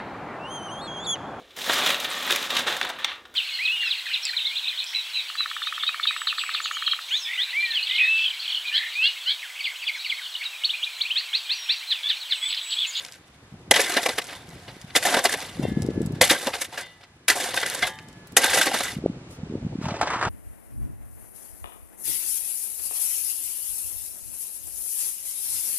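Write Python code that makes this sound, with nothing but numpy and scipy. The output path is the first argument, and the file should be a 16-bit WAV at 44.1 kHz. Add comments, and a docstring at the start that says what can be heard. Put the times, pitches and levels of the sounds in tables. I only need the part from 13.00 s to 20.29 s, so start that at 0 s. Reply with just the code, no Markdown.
"""Outdoors, a small two-port microphone close to a steel shovel in gravelly dirt. One drag is just ending,
then five more follow: grit rasps on the damped blade and stones jolt it. Between drags pebbles trickle
down, and three times a knock rings the lifted blade. Wind buffets the ports, hardest near 3 s and from
6 s on. At the end, from a new place, a thin rod is pushed into the dirt with a duller crunch."""
import sys
import numpy as np
from scipy import signal
from scipy.fft import rfft, irfft, next_fast_len
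from scipy.io import wavfile
from scipy.ndimage import uniform_filter1d

SR = 44100
rng = np.random.default_rng(int(sys.argv[2]) if len(sys.argv) > 2 else 0)


def wav_out(sig):
    """Save sig, one row per channel (or a flat mono array), as 16-bit PCM at SR to the path in sys.argv[1]."""
    wavfile.write(sys.argv[1], SR, np.round(np.clip(np.atleast_2d(sig).T, -1, 1) * 32767).astype(np.int16))


N = 321489
T = np.arange(N) / SR

# drags through the dirt: touch_s, lift_s, first_rasp_db, last_rasp_db, trickle_db, trickle_fade_db_per_s
STROKES = [(-.3, 0.172, -39, -57.5, -67.5, 9), (0.705, 1.375, -30.5, -49.5, -56, 8.5),
           (1.98, 2.427, -30.5, -46.5, -44.5, 50.5), (3.21, 3.614, -33.5, -48.5, -51, 52.5),
           (4.272, 4.852, -39.5, -39.5, -56.5, 45.5), (5.36, 5.928, -27.5, -39, -73, 63)]
# the edge biting hard ground: start_s, relative_db
BITES = [(0.711, 4), (1.9525, -17), (3.211, -7), (4.2817, 4), (5.367, 6), (5.615, -13.5)]
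# the duller top at the new place: freq_hz, gain_db
DULL = [(5000, 1), (8500, 1), (10500, -8)]


def amp(db):
    return 10 ** (np.asarray(db) / 20)


def unit(x):
    return x / np.sqrt(np.mean(x ** 2))


def colour(x, table, turn=1):
    """Equalise by (freq_hz, gain_db) points; turn rotates the phase."""
    hz, db = np.transpose(table)
    size = next_fast_len(N)
    f = np.maximum(np.arange(size // 2 + 1) * SR / size, 1)
    gain = amp(np.interp(np.log(f), np.log(hz), db))
    return irfft(rfft(x, size) * turn * gain, size)[..., :N]


def band(x, lo_hz, hi_hz):
    return signal.sosfilt(signal.butter(2, [lo_hz, hi_hz], "bandpass", fs=SR, output="sos"), x)


def ring(x, hz, width_hz):
    """One resonance, gain 1 at its centre."""
    return signal.lfilter(*signal.iirpeak(hz, hz / width_hz, fs=SR), x)


def flicker(rate, depth_db):
    """Gain that jumps about rate times a second."""
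    hold = int(SR / rate)
    steps = np.repeat(rng.standard_normal(N // hold + 1), hold)[:N]
    return unit(amp(depth_db * uniform_filter1d(steps, hold // 2)))


def bursts(times, peak_db, t60_s, swell_s):
    """Envelope of events that swell up to their moment and die away; powers add."""
    power = np.zeros(N)
    for s, db, fall, rise in np.broadcast(times, peak_db, t60_s, swell_s):
        i = np.arange(max(int((s - .04) * SR), 0), min(int((s + 0.282) * SR), N))
        t = T[i] - s - .001
        power[i] += (amp(db - 60 * np.maximum(t, 0) / fall) * np.exp(np.minimum(t, 0) / rise)) ** 2
    return np.sqrt(power)


def shovel(grit):
    """Rasp, chips and bites drive the blade, which the dirt damps to broad resonances."""
    # resonances of the blade in the dirt: pitch_hz
    pressed_hz = [540, 720, 1580, 1990, 2900, 3590, 4250]
    # the same resonances: width_hz, gain_db
    pressed = [(75.8, 5), (110.6, 2), (130, 2.5), (89, -2), (149.7, -1), (267, 4), (151, -18.5)]
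    rasp, trickle = drag()
    slip = flicker(110, 1.6) * flicker(30, 2.2)
    drive = chips(rasp * slip) + scrape(grit, rasp, trickle, slip) + bites()
    # the point of contact wanders along the edge, so each resonance is woken in its own fits
    blade = sum(amp(db) * ring(drive * flicker(35, 5.3), hz, width_hz)
                for hz, (width_hz, db) in zip(pressed_hz, pressed))
    return amp(2) * drive + amp(-3.5) * blade


def drag(dig_in_s=0.092, lift_t60_s=0.15):
    """Two envelopes: the rasp builds, sags as the load piles up and dies at the lift; dirt trickles on."""
    rasp, trickle = 0, 0
    for touch, lift, first_db, last_db, trickle_db, fade in STROKES:
        dug_in = np.clip((T - touch) / dig_in_s, 0, 1)
        lifted_s = np.maximum(T - lift, 0)
        rasp_db = np.interp(T, [touch, lift], [first_db, last_db])
        rasp = rasp + dug_in * amp(rasp_db - 60 * lifted_s / lift_t60_s)
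        trickle = trickle + dug_in * amp(trickle_db - fade * lifted_s)
    return rasp, trickle


def gravel(q, rate, scatter_db, rustle_db):
    """Stones of many sizes click and ring briefly over a fine rustle; two unrelated streams."""
    stones = 0
    for hz in 250 * 2 ** np.arange(0, 6, 1 / 6):
        khz = hz / 1000
        count = int(rate * np.sqrt(khz) * N / SR)  # small stones are many
        hits = np.zeros((2, N))
        for row in hits:
            size_db = scatter_db * np.minimum(rng.exponential(size=count), 3)
            row[rng.integers(0, N, count)] = amp(size_db) / khz ** 0.35
        stones = stones + ring(hits, hz, hz / (q * khz ** 0.013))
    return amp(rustle_db) * rng.standard_normal((2, N)) + unit(stones)


def scrape(grit, rasp, trickle, slip):
    """Grit slides on the steel as thud, midrange and hiss; larger stones catch the edge and jolt it."""
    # stones catching the edge: time_s, relative_db, thud_over_mid_db, hiss_over_mid_db, t60_s
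    jolts = [(.0044, -26.5, -12, -10, 0.11), (0.711, 1.5, -2, 2, 0.044), (0.74, -9, -9, -6, 0.26),
             (0.762, -7.5, -5, -1.5, 0.097), (0.7947, -8.5, -1.5, -10, 0.066),
             (0.804, -15.5, -17, 6, 0.082), (0.816, -13, -20, 1, 0.039), (0.866, -20.5, 0, -15, 0.067),
             (0.8969, -13.5, -3.5, -7, 0.051), (.92, -15.5, -6, -3, 0.063), (0.94, -14, -6.5, -8, 0.081),
             (0.969, -3.5, -2.5, -7.5, 0.091), (1.031, -14.5, -5, -5, 0.086), (1.062, -7.5, -4, -2, 0.051),
             (1.0913, -11.5, 0.5, -10, 0.061), (1.1843, -7.5, -5.5, -6, 0.056),
             (1.2192, -22.5, -14, -5, 0.067), (1.2885, -26.5, -7, -23, 0.33), (1.326, -32, 4.5, -17, 0.11),
             (1.681, -26, -1.5, -30, 0.11), (1.9056, -27, -32, -26, 0.031), (1.953, -10, -3, -6, 0.06),
             (1.961, -0.5, -9, 1.5, 0.081), (2.0266, -15.5, -2.5, -4, 0.14), (2.053, -11.5, -2, -1.5, 0.44),
             (2.127, -17.5, 3, -6, 0.16), (2.144, -5.5, -2, -6, 0.056), (2.1687, -10, 3, -7, 0.11),
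             (2.191, -9, -8, -5, 0.052), (2.241, -16, -28, 3, 0.12), (2.2549, -4.5, 0, -3, 0.063),
             (2.294, -18.5, -11, 1, 0.16), (2.3267, -10.5, -17, -0.5, 0.043), (2.34, -12, 0, -2, 0.054),
             (2.6287, -31.5, 8, -5, 0.15), (3.149, -36, 0, -10, 0.27), (3.212, 0, -5, 0, 0.12),
             (3.2392, -8.5, -25, -0.5, 0.16), (3.299, -1.5, -30, -5.5, 0.11), (3.311, -6, -1.5, 2.5, 0.13),
             (3.4305, -27, 4, -1, 0.13), (3.471, -13, 4, -1.5, 0.088), (3.538, -13, -9, -10, 0.069),
             (3.553, -18.5, -3, -5, 0.059), (3.617, -15.5, -10, 2.4, 0.089), (3.646, -23.5, -20, 2, 0.087),
             (3.726, -28.5, -5, -6, 0.48), (3.7407, -28.5, -5, -13, 0.088), (3.7786, -18.5, -9, -7, 0.21),
             (3.809, -28, -8, 4, 0.11), (4.012, -37, -2, -14, 0.05), (4.034, -33, -11, -20, 0.08),
             (4.282, -3.5, -19, 2, 0.1), (4.2995, -5, -11.5, -2.5, 0.14), (4.3573, -24.5, 8.5, 8.5, 0.14),
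             (4.4015, -28.5, 6, 3, 0.39), (4.441, -24.5, 3, -4, 0.099), (4.487, -26, 1, 1, 0.1),
             (4.5426, -13.5, -3.5, -6.5, 0.056), (4.566, -17, -7, 3, 0.061), (4.5753, -11, -7.5, -4, 0.096),
             (4.6135, -20, -14, 2, 0.061), (4.631, -11, -6, -8, 0.05), (4.662, -14, -2.5, -2.5, 0.06),
             (4.7217, -41, -15, 10, .06), (4.7487, -20, 2.5, 3, 0.045), (4.826, -7.5, -10, -11, 0.12),
             (4.871, -18.5, -5, 0.5, 0.12), (5.3674, -0.3, -4, 3.5, 0.094), (5.417, -17, -11.5, 2, 0.19),
             (5.443, -6, -1.5, 1.5, 0.044), (5.461, -15, -23, 3, 0.11), (5.536, -12.5, -8, 2, 0.27),
             (5.574, -11, 1, 2.5, 0.17), (5.6122, -5.5, -19, 0, 0.13), (5.659, -14.5, 1, 1, 0.058),
             (5.669, -8, -0.5, -8, 0.098), (5.7162, -20, 3, -14, 0.058), (5.742, -9.5, 2, -6, 0.076),
             (5.8068, -12.5, 2.5, 0, 0.04), (5.834, -17, -24, 3, 0.16)]
    # tone of grit on steel: freq_hz, gain_db
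    grit_tone = [(88, -37), (150, -7), (531, -1.5), (609, -3), (711, 0.5), (1230, -4.5), (1990, 1.5),
                 (2620, -3.5), (10400, -6), (12900, -12.5), (15700, -49.5)]
    at, peak_db, thud_db, hiss_db, t60 = np.transpose(jolts)
    biting = np.abs(at[:, None] - np.array(BITES)[:, 0]).min(axis=1) < .004
    swell_s = np.where(biting, 0.00093, 0.0037)  # a bite is abrupt, other stones load up first
    grit = colour(grit, grit_tone)
    thud = colour(grit, [(900, 0), (1200, -6), (1600, -40)])
    hiss = colour(grit, [(3500, -40), (5000, -6), (6500, 0)])
    zones = [(thud, -8, -4.5, thud_db, 1.2),
             (grit - thud - hiss, 0, 0, 0, 1),
             (unit(hiss) * flicker(70, 1.73), -3.5, -5, hiss_db, .8)]  # treble dies first
    out = 0
    for part, rasp_db, trickle_db, jolt_db, t60_scale in zones:
        bed = np.hypot(amp(rasp_db) * rasp, amp(trickle_db) * trickle)
        jolting = bursts(at, peak_db + jolt_db - 15, t60_scale * t60, swell_s)
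        out = out + unit(part) * np.hypot(bed * slip, jolting)
    return out


def chips(rasp, per_s=60, over_rasp_db=-8):
    """Small stones split under the blade, each with a very short bright crack."""
    # the loudest chips: start_s, strength_db
    loud_chips = [(5.5358, -15), (5.562, -13.5), (5.5694, -14), (5.585, -21)]

    def crack(hits):
        decay = signal.lfilter([1], [1, -np.exp(-1 / (.0004 * SR))], hits)
        noise = decay * rng.standard_normal((2, N))
        return colour(noise, [(1500, -30), (3000, -3), (11500, -3), (14500, -35)])

    small = (rng.random(N) < per_s / SR) * amp(4 * np.minimum(rng.exponential(size=N), 3))
    loud = np.zeros(N)
    for s, db in loud_chips:
        loud[int(s * SR)] = amp(db)
    return rasp * amp(over_rasp_db) * unit(crack(small)) + crack(loud)


def bites():
    """Steel meets stone: one hard crack each time."""
    out, t = np.zeros((2, N)), T[:400]
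    for s, db in BITES:
        i = int(s * SR)
        crack = rng.standard_normal((2, len(t))) * np.exp(-t / 0.0014)
        out[:, i:i + len(t)] += amp(db - 17) * (band(crack, 1500, 10000) + 1.3 * ring(crack, 2300, 500))
    return out


def clanks():
    """A stone strikes the steel squarely: one damped blade tone with a fainter partner above it."""
    # square hits: start_s, relative_db, pitch_hz, t60_s
    strikes = [(0.7118, -1.5, 2010, 0.036), (0.7392, -13, 1984, 0.062), (0.7637, -4, 1990, 0.039),
               (0.7946, -10.5, 1710, 0.042), (0.8689, -18, 2040, 0.05), (0.9697, -22, 2040, 0.046),
               (1.0585, -15, 2360, 0.063), (1.1824, -16, 2080, 0.053), (1.9515, -6.5, 2070, 0.04),
               (1.9609, -14, 1880, 0.042), (2.0522, -9, 1774, 0.037), (2.142, -13.5, 1570, 0.079),
               (2.2528, -13.5, 2040, 0.074), (3.2141, -8, 2037, 0.11), (3.2984, -18, 1610, 0.05),
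               (3.3124, -19, 1800, 0.05), (3.4695, -25, 1615, 0.05), (3.7754, -17, 1720, 0.036),
               (4.2812, -7, 2306, 0.037), (4.3001, -8.5, 1983, 0.065), (4.5735, -8.5, 1550, 0.034),
               (4.6304, -18, 2040, 0.059), (4.8274, -9.5, 2080, 0.098), (4.8688, -24, 1605, 0.084),
               (5.3692, -6.5, 1927, 0.057), (5.441, -7.5, 1544, 0.031), (5.5333, -7.5, 1610, 0.042),
               (5.5762, -9, 1580, 0.045), (5.6131, -6.5, 1542, 0.036), (5.6655, -13, 1930, 0.05)]
    out, t = np.zeros(N), T[:4000]
    attack = 1 - np.exp(-t / 0.00058)
    for (s, db, hz, t60), turn in zip(strikes, rng.random((len(strikes), 2))):
        i = int(s * SR)
        tone = np.sin(2 * np.pi * (hz * t + turn[0]))
        partner = 0.42 * np.sin(2 * np.pi * (1.63 * hz * t + turn[1]))
        out[i:i + len(t)] += amp(db - 5 - 60 * t / t60) * attack * (tone + partner)
    return out


def knocks():
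    """A knock wakes the lifted blade's modes by where it lands; they stop on touching the dirt."""
    # knocks on the lifted blade: start_s, touch_down_s
    rings = [(2.626, 3.21), (3.82, 4.28), (4.845, 5.366)]
    # modes of the blade in the air: pitch_hz
    free_hz = [770, 874, 1003, 1188, 1658, 1707.5, 1712, 1810, 1985, 2046, 2112, 2732, 2864, 3045, 3215,
               3585, 3674, 4393]
    # the same modes: t60_s, first_knock_db, second_knock_db, third_knock_db
    free_modes = [(0.49, -61, -85.5, -39.5), (0.62, -82.5, -78, -36.5), (0.44, -78, -81, -40.5),
                  (.7, -74, -78, -44.5), (0.29, -68, -80, -29.5), (4.2, -48.5, -65.5, -53.5),
                  (2.2, -51.5, -77, -55.5), (0.45, -43.5, -77, -36), (0.65, -47, -43.5, -42.5),
                  (0.21, -42, -36, -65), (1.1, -45.5, -69, -50), (0.17, -34, -73, -60),
                  (0.44, -60, -45.5, -70), (0.93, -57, -66, -48.5), (0.32, -44, -46, -36.5),
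                  (0.33, -41, -42.5, -49), (0.55, -68, -62, -46), (0.26, -73.5, -50, -73)]
    out = np.zeros(N)
    t60, *start_db = np.transpose(free_modes)[:, :, None]
    # a head start for the upper mode of the close pair sets when the two beat
    turns = .36 * (np.diff(free_hz, prepend=0) < 10)[:, None]
    for (s, end), db in zip(rings, start_db):
        i, t = int(s * SR), T[:int((end - s) * SR)]
        modes = amp(db - 60 * t / t60) * np.sin(2 * np.pi * (np.outer(free_hz, t) + turns))
        opening = 1 - np.exp(-t / 0.0093)  # dirt slides off
        out[i:i + len(t)] += opening * modes.sum(axis=0)
    return out


def pebbles(strays_per_lift=3):
    """Falling pebbles: a sharp click at each one's pitch, a weaker bounce, a thin ring of the steel."""
    # the louder landings: start_s, level_db, pitch_hz
    landings = [(.0485, -25, 3950), (.0846, -33, 3700), (.1224, -27.5, 5100), (.1403, -34, 3030),
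                (1.329, -27, 1190), (1.49, -37, 5830), (1.595, -48, 4500), (1.62, -46, 4000),
                (1.681, -36.5, 2200), (1.716, -46, 3500), (1.814, -31.5, 4800), (2.8205, -22.5, 5350),
                (2.863, -33, 6000), (2.904, -38, 3760), (3.0176, -31.5, 7000), (3.061, -29.5, 8000),
                (3.1208, -39, 9000), (4.038, -37.5, 2700), (4.9547, -47, 10100), (4.9876, -26, 2150),
                (5.0858, -36.5, 5500), (5.1283, -43, 4970), (5.2719, -38, 13000), (5.3213, -40.5, 12770),
                (7.012, -28, 5500)]
    # high blade modes that a pebble wakes: pitch_hz, level_db, t60_s
    high_modes = [(5100, -17, 0.045), (7843, -15.5, .05), (10700, -15, 0.032), (12770, -14.5, .05)]
    out, t = np.zeros((2, N)), T[:3000]
    # small ones fall in the half second after each lift but the last
    strays = [(stroke[1] + .5 * when, -71 + 24 * size, 2800 * 2 ** pitch)
              for stroke in STROKES[:-1] for when, size, pitch in rng.random((strays_per_lift, 3))]
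    mode_hz, mode_db, t60 = np.transpose(high_modes)[:, :, None]
    for s, db, hz in list(landings) + strays:
        i = int(s * SR)
        impact = np.exp(-t / 0.0023) * np.minimum(t / 0.00034, 1)
        since_bounce = t - .004 - 0.011 * rng.random()
        bounce = 0.45 * (since_bounce > 0) * np.exp(-np.abs(since_bounce) / 0.0014)
        noise = rng.standard_normal((2, len(t))) * (impact + bounce)
        click = band(0.046 * noise + ring(ring(noise, hz, 1.4 * hz), hz, 1.4 * hz), 1200, 12000)
        near_db = -9 * np.abs(np.log2(mode_hz / hz))  # modes close to the pebble's pitch answer best
        steel = np.sum(amp(mode_db + near_db - 60 * t / t60) * np.sin(2 * np.pi * mode_hz * t), axis=0)
        out[:, i:i + len(t)] += amp(db) * (click / np.abs(click).max() + steel)
    return out


def rod(grit):
    """Packed dirt crumbles round the tip; its hollow crunch shifts as the rod sinks."""
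    # the rod entering the dirt: time_s, level_db, crunch_hz, relative_treble_db
    push = [(6.78, -70, 743, 0.5), (6.826, -48, 1030, 0.5), (6.952, -43, 601, -16.5),
            (7.132, -35, 1110, -17), (7.29, -39.5, 970, -32)]
    # clods breaking under it: start_s, relative_db
    clods = [(6.854, -20), (6.884, -17), (6.905, -18.5), (6.941, -22.5), (7.012, -6), (7.029, -12.5),
             (7.072, -12), (7.102, -11), (7.134, -12.5), (7.143, -21), (7.212, -11.5), (7.2259, -7.5),
             (7.25, -11), (7.273, -16.5)]
    # tone of the dirt round the rod: freq_hz, gain_db
    crumb_tone = [(180, -31.5), (300, 0.5), (402, -6.5), (884, -6), (1560, -4), (1800, -3), (8810, -27.5),
                  (12000, -44), (15600, -70), (22000, -120)]
    s, db, hz, treble_db = np.transpose(push)
    at, peak_db = np.transpose(clods)
    bed = amp(np.interp(T, s, db, left=-150)) * flicker(120, 2.1)
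    grit = colour(grit, crumb_tone)
    crunch_hz = np.interp(T, s, hz)
    body = 0.47 * unit(grit) + amp(np.interp(T, s, treble_db)) * unit(band(grit, 1100, 8400))
    for f in 500 * 2 ** np.arange(0, 2.3, .25):
        nearness = np.exp(-(np.log2(f / crunch_hz) / 0.42) ** 2)
        body = body + 0.64 * unit(ring(grit, f, f / 4)) * nearness
    out = body * np.hypot(bed, bursts(at, peak_db - 16.5, t60_s=0.095, swell_s=.0006))
    t = T[:600]
    snap = 1.7 * (1 - np.exp(-t / 0.00083)) ** 2 * np.exp(-t / 0.0022)  # a clod gives way
    for when, size_db, turn in zip(at, peak_db, rng.random(len(at))):
        i = int(when * SR)
        hollow = np.sin(2 * np.pi * (np.interp(when, s, hz) * t + turn))
        out[0, i:i + len(t)] += amp(size_db - 5.5) * snap * hollow
    return colour(out, DULL)


def wind(eddies_per_s=22, eddy_hz=196.4):
    """Wind on the ports: a lumpy rumble, and eddies that pop for about one cycle."""
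    # gusts: time_s, level_db
    gusts = [(0.0, -63), (.45, -52), (.73, -46.5), (.89, -58.5), (1.52, -49), (2.39, -52), (2.54, -45),
             (2.62, -30), (2.8, -31.5), (3.19, -34), (3.41, -54), (4.3, -57), (4.9, -47), (5.4, -47.5),
             (5.79, -53.5), (6.01, -37), (6.13, -37.5), (6.35, -46.5), (6.5, -38.5), (6.84, -38.5),
             (7.0, -42), (7.29, -34)]
    # tone of the rumble: freq_hz, gain_db
    rumble_tone = [(15, -58), (25, -17.5), (85, 2), (173, 0.5), (210, -4.5), (259, -3.5), (445, -10),
                   (900, -22.5), (1170, -42.5), (1980, -120)]
    # the stronger eddies: time_s, level_db, pitch_hz, left_minus_right_db
    strong_eddies = [(.523, -32, 147, 0.5), (.538, -32, 148, 0.5), (.676, -34.5, 282, 1),
                     (1.533, -36.5, 151, 3), (1.764, -34, 293, -3), (1.843, -28, 149, 1.5),
                     (2.594, -13, 228, 5), (2.635, -13.5, 173, 2.5), (2.65, -15, 436, 13),
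                     (2.682, -15.5, 179, 3), (2.718, -14.5, 218, 5.5), (2.77, -9.5, 198, 5),
                     (2.8, -16.5, 179, 3.5), (2.846, -16.5, 257, 5.5), (2.866, -23, 280, 2.5),
                     (2.885, -10, 314, 3.5), (2.902, -17.5, 310, 5.5), (2.957, -22.5, 200, 4),
                     (2.975, -12, 260, 4.5), (3.003, -12, 292, 3), (3.012, -13.5, 297, 0),
                     (3.027, -18, 170, -2), (3.053, -15.5, 169, 2.5), (3.072, -17, 172, 1.5),
                     (3.105, -18, 244, 2), (3.135, -16.5, 138, 2.5), (5.966, -18.5, 167, 0),
                     (5.984, -22, 201, -2), (6.038, -17, 301, 1), (6.05, -21, 305, 0),
                     (6.058, -5, 407, 1.5), (6.097, -17, 186, 2), (6.432, -19.5, 159.7, -3),
                     (6.498, -22.5, 220, -0.5), (6.509, -25, 250, 1.5), (6.521, -22.5, 310, 0),
                     (6.536, -19, 259, -0.5), (6.551, -15, 307, 1.5), (6.582, -28, 169, 1.5),
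                     (6.625, -25, 169, 0), (6.648, -17.5, 164, 2), (6.664, -16.5, 168, -1.5),
                     (6.697, -30, 160, 0.5), (6.712, -28.5, 150, 1), (6.753, -17, 228, 1),
                     (6.786, -18, 182, -1.5), (6.812, -21.5, 246, -0.5), (6.84, -19.5, 152, 1.5),
                     (6.863, -16.5, 144, 1), (6.918, -19, 180, 0)]
    lumps = .5 + flicker(50, 5.5)
    mid, side = unit(colour(rng.standard_normal((2, N)) * lumps, rumble_tone))
    side = colour(side, [(60, -43), (200, -29.5), (700, -5)])
    rumble = amp(np.interp(T, *np.transpose(gusts))) * np.array([mid + side, mid - side])
    when, pitch = rng.random((int(eddies_per_s * N / SR), 2)).T
    when = .05 + when * (N / SR - .1)
    gust_db = np.interp(when, *np.transpose(gusts))
    eddy_db = gust_db + 6 - 0.39 * np.maximum(-37 - gust_db, 0)  # in a lull they sink below the rumble
    weak_eddies = zip(when, eddy_db, eddy_hz * 2 ** (2 * pitch - 1), np.zeros_like(when))
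    pops, t = np.zeros((2, N)), np.arange(-1000, 1000) / SR
    for s, db, hz, pan_db in list(strong_eddies) + list(weak_eddies):
        pop = np.exp(-(t * hz / 0.48) ** 2) * np.cos(2 * np.pi * (hz * t + rng.random()))
        i = int((s + 0.00383) * SR) - 1000
        pops[:, i:i + len(t)] += amp(db + np.array([[pan_db], [-pan_db]]) / 2) * pop
    pops = colour(pops, [(40, -11), (130, 0)])  # the capsule loses the slowest push
    lean = colour((pops[0] - pops[1]) / 2, [(50, -23.5), (220, -0.5)])  # deep bass reaches both alike
    return rumble + pops.mean(axis=0) + np.array([lean, -lean])


def air(moved_s=5.96):
    """Far hiss of the open yard, wider toward the treble, duller at the new place; two faint rustles."""
    # tone of the hiss: freq_hz, gain_db
    hiss_tone = [(180, -25), (300, -25.5), (359, -0.5), (403, -13), (691, -1.5), (1250, -2.5),
                 (10600, -25.5), (12700, -41.5), (15000, -63)]
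    # its course: time_s, level_db
    hiss_levels = [(0, -60.5), (3.0, -52.5), (4.2, -62), (5.9, -52.5), (6.1, -55.5), (7.29, -55.5)]
    # its stereo width: freq_hz, side_over_mid_db
    width = [(300, -20), (700, -11), (1300, -5.5), (2400, 4), (8000, 6), (15000, 9.5)]
    # bright rustles: centre_s, level_db, half_length_s
    rustles = [(6.332, -58, 0.033), (6.852, -61, 0.032)]
    hiss = unit(colour(rng.standard_normal((2, N)), hiss_tone))
    hiss = amp(np.interp(T, *np.transpose(hiss_levels))) * np.where(T < moved_s, hiss, colour(hiss, DULL))
    swell = sum(amp(db) * np.exp(-((T - s) / half) ** 2) for s, db, half in rustles)
    rustle = swell * flicker(200, 3) * unit(band(rng.standard_normal((2, N)), 4000, 10800))
    mid, side = hiss + rustle
    side = colour(side, width)
    return np.array([mid + side, mid - side])


def ports(pair, wide_db, lag_share):
    """Close ports agree in the bass; the treble differs by a lag (right leads) and by scattered paths."""
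    # difference between the ports against their sum: freq_hz, relative_db
    difference = [(60, -32), (110, -24.5), (200, -36.5), (380, -40.5), (700, -42.5), (1290, -33),
                  (2380, -12), (4400, -1), (8120, 5.5), (15000, 8.5)]
    mid, diffuse = pair
    lagged = colour(lag_share * mid, difference, turn=-1j)
    scattered = colour(np.sqrt(1 - lag_share ** 2) * diffuse, difference)
    side = amp(wide_db) * (lagged + scattered)
    return np.array([mid + side, mid - side])


def scene():
    """The close shovel, then the rod in a wider image, over wind and open air."""
    grit = gravel(q=22, rate=110, scatter_db=4, rustle_db=-.5)
    near = ports(shovel(grit) + pebbles() + knocks() + clanks(), wide_db=-8, lag_share=0.56)
    return near + ports(rod(grit), wide_db=7, lag_share=.75) + wind() + air()


def record(dry, top_hz=15843):
    """The recorder clips on the loudest jolts and cuts the top."""
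    lowpass = signal.ellip(8, .2, 70, top_hz, fs=SR, output="sos")
    return signal.sosfilt(lowpass, np.clip(dry, -1, 1))


dry = scene()
out = record(dry)
wav_out(out)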